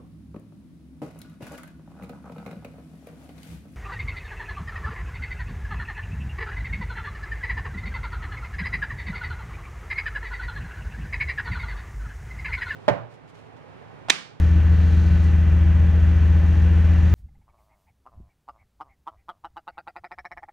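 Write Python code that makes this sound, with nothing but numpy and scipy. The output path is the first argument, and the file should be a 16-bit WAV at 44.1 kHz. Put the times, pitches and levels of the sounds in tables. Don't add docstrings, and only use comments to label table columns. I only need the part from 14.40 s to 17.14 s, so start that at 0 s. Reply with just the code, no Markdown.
import sys
import numpy as np
from scipy import signal
from scipy.fft import rfft, irfft
from scipy.io import wavfile

SR = 44100
rng = np.random.default_rng(int(sys.argv[2]) if len(sys.argv) > 2 else 0)


def dump(signal):
    limited = np.clip(np.atleast_2d(signal).T, -1, 1)
    pcm = np.round(limited * 32767).astype(np.int16)
    wavfile.write(sys.argv[1], SR, pcm)


N = 120834

IDLE_CYCLE_HZ = 873 / 120
# frequency in Hz, left-right coherence, left minus right in dB.
STEREO_IMAGE = [(60, .97, 1.8), (100, .97, 1.8), (170, .9, -.8), (260, .75, .4), (450, .75, 2.2),
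                (750, .68, 4), (1200, .88, 2.3), (2200, .93, 1.3), (5000, .88, .5), (8500, .68, .3),
                (13000, .92, .2)]


def exhaust(cycle):
    # harmonic number of the engine cycle, relative level in dB.
    harmonics = [(5, -36.3), (6, -52), (7, -54), (8, -28.4), (11, -15), (13, -39), (14, -41), (15, -40.4),
                 (16, -38.7), (17, -47.3), (18, -49.6), (19, -45.6), (20, -53), (21, -40.4), (22, -47),
                 (24, -29.3), (27, -50.6), (30, -55), (35, -52), (36, -52.5), (38, -56.7), (44, -43.5)]
    bank_slots = [0, 2, 3, 5]
    # resonance frequency in Hz, half width in Hz, gain in dB.
    pipe_modes = [(80, 4, 0), (174, 5, -14), (321, 5, -30)]
    lag_s = np.array([[0], [.00021]])
    throb = 0
    for k, db in harmonics:
        hz = k * IDLE_CYCLE_HZ
        firings = np.exp(-2j * np.pi * k * np.array(bank_slots) / 8).sum() + 1e-6
        pipe = sum(from_db(gain) / (1 + 1j * (hz - centre) / width) for centre, width, gain in pipe_modes)
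        phase = 2 * np.pi * (k * cycle - hz * lag_s) + np.angle(firings * pipe)
        throb += from_db(db) * np.sqrt(2) * np.cos(phase) * pan(at_hz(STEREO_IMAGE, hz, column=2))
    unevenness = from_db(.03 + .25 * drift(rate_hz=6))
    return throb * lope(cycle) * unevenness


def lope(cycle):
    swells = [(1, .07, .07), (2, .11, .2)]
    return 1 + sum(depth * np.cos(2 * np.pi * k * (cycle - at)) for k, depth, at in swells)


def gas_rumble():
    # frequency in Hz, relative spectral density in dB.
    spectrum = [(15, -28.5), (32, -13.5), (58, -6), (80, -2.5), (100, -10), (140, -9), (168, -5.5),
                (200, -11.5), (260, -15.5), (340, -19), (450, -32)]
    return from_db(-31.5) * noise(spectrum)


def clatter(cycle):
    # frequency in Hz, relative spectral density in dB.
    spectrum = [(250, -9), (380, 0.5), (500, 2.5), (700, -1.5), (900, -2.5), (1350, -4.5), (1750, -.5),
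                (2000, -2.5), (2130, -10.5), (2370, -5.5), (2620, -9), (2780, -9.5), (3300, -13.5),
                (4000, -27), (5000, -32)]
    # time in seconds, relative level in dB.
    envelope = [(0.02, -40.5), (0.18, -42), (0.2, -41.5), (0.48, -42), (2.62, -41), (2.7, -40)]
    repeat_share, knock_decay = .25, .35
    cycle_samples = int(SR / IDLE_CYCLE_HZ)
    fresh, pattern = rng.standard_normal((2, 2, N))
    recurring = pattern[:, (cycle % 1 * cycle_samples).astype(int)]
    rattle = np.sqrt(repeat_share) * recurring + np.sqrt(1 - repeat_share) * fresh
    since_firing = 8 * cycle % 1
    knocks = 1 + .18 * np.exp(-since_firing / knock_decay)
    level_db = 1 + in_time(envelope) + .5 * drift(rate_hz=7.9)
    return from_db(level_db) * colour(rattle * knocks, spectrum)


def whines():
    # frequency in Hz, rms level in dB before panning, flutter depth.
    tones = [(461, -55, 1.2), (573, -57, 1.2), (634, -59, 1.2), (816, -58, .7), (1238, -62, .8),
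             (1330, -64, .9), (1505, -54.5, .4), (1776, -60, .9), (1981, -59.5, .6), (2746, -62, .6),
             (2800, -67, .7), (5890, -76, 3)]
    seconds, out = np.arange(N) / SR, 0
    for hz, db, depth in tones:
        flutter = 1 + depth * (drift(rate_hz=9) + 1j * drift(rate_hz=9))
        carrier = np.exp(2j * np.pi * hz * seconds)
        out += from_db(db) * rms_one(np.real(flutter * carrier))
    return out * pan(db=3.5)


def air_hiss(cycle):
    # frequency in Hz, relative spectral density in dB.
    spectrum = [(2500, -2), (4000, 2.5), (5100, -4.5), (6000, 0.5), (6600, -3.5), (7150, -3.5),
                (7650, -14.5), (8800, -12), (9500, -17), (12000, -22.5)]
    # time in seconds, relative level in dB.
    envelope = [(0.02, -57.5), (0.27, -62), (0.53, -57), (1.19, -62.5), (2.24, -59), (2.27, -61),
                (2.7, -57.5)]
    pulsing = 1 + .16 * np.cos(2 * np.pi * 6 * cycle)
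    return from_db(3.5 + in_time(envelope)) * pulsing * noise(spectrum)


def hiss_swell():
    # frequency in Hz, relative spectral density in dB.
    spectrum = [(2800, -20.5), (3600, -1.5), (4100, 5.5), (4800, -4.5), (5600, -12), (7000, -13),
                (10000, -26)]
    # time in seconds, level in dB.
    envelope = [(0, -85), (.24, -64), (.35, -59), (.7, -58), (.89, -58.5), (.99, -78.5), (1.2, -89)]
    return from_db(in_time(envelope)) * noise(spectrum)


def tick():
    # frequency in Hz, relative spectral density in dB.
    spectrum = [(1500, -7), (4000, -6), (7000, -1), (8000, -11), (11000, -11), (12000, -24)]
    start_s, decay_s = .835, .021
    age = np.arange(N) / SR - start_s
    envelope = (age > 0) * np.exp(-np.abs(age) / decay_s)
    return from_db(-53.5) * envelope * noise(spectrum)


def background_hiss():
    # frequency in Hz, relative spectral density in dB.
    spectrum = [(4000, -0.12), (10000, 0.25), (15500, -1.5)]
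    return from_db(-68) * noise(spectrum)


def colour(white, spectrum):
    hz = np.fft.rfftfreq(N, 1 / SR)
    low_skirt = np.minimum(hz / spectrum[0][0], 1) ** 2
    high_skirt = np.maximum(hz / spectrum[-1][0], 1) ** -4
    gain = from_db(at_hz(spectrum, hz)) * low_skirt * high_skirt
    coherence = at_hz(STEREO_IMAGE, hz)
    balance = pan(at_hz(STEREO_IMAGE, hz, column=2))
    mid, side = rfft(white)
    stereo = np.sqrt(1 + coherence) * mid + np.sqrt(1 - coherence) * side * [[1], [-1]]
    return rms_one(irfft(stereo * gain * balance, N))


def noise(spectrum):
    return colour(rng.standard_normal((2, N)), spectrum)


def drift(rate_hz):
    hz = np.fft.rfftfreq(2 * N, 1 / SR)
    white = rfft(rng.standard_normal(2 * N))
    return rms_one(irfft(white / (1 + (hz / rate_hz) ** 2))[:N])


def from_db(db):
    return 10 ** (np.asarray(db) / 20)


def rms_one(x):
    return x / np.sqrt(np.mean(x ** 2) + 1e-20)


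def in_time(rows):
    return np.interp(np.arange(N) / SR, *np.transpose(rows))


def at_hz(rows, hz, column=1):
    rows = np.array(rows)
    return np.interp(np.log(hz + 1e-9), np.log(rows[:, 0]), rows[:, column])


def pan(db):
    return from_db(np.array([[.5], [-.5]]) * db)


def scene():
    # time in seconds, engine speed in revolutions per minute.
    engine_speed = [(0.0, 869.2), (0.17, 863.4), (0.36, 876.1), (0.6, 876.4), (1.13, 868.3), (1.36, 875.3),
                    (1.73, 870.3), (2.2, 876.8), (2.48, 886.9), (2.74, 877.0)]
    cycle = .836 + np.cumsum(in_time(engine_speed) / 120) / SR
    engine = exhaust(cycle) + gas_rumble() + clatter(cycle) + air_hiss(cycle)
    return engine + whines() + hiss_swell() + tick() + background_hiss()


def record(dry):
    cutoff_hz = 15800
    return signal.sosfilt(signal.ellip(10, .1, 80, cutoff_hz, fs=SR, output="sos"), dry)


dry = scene()
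out = record(dry)
dump(out)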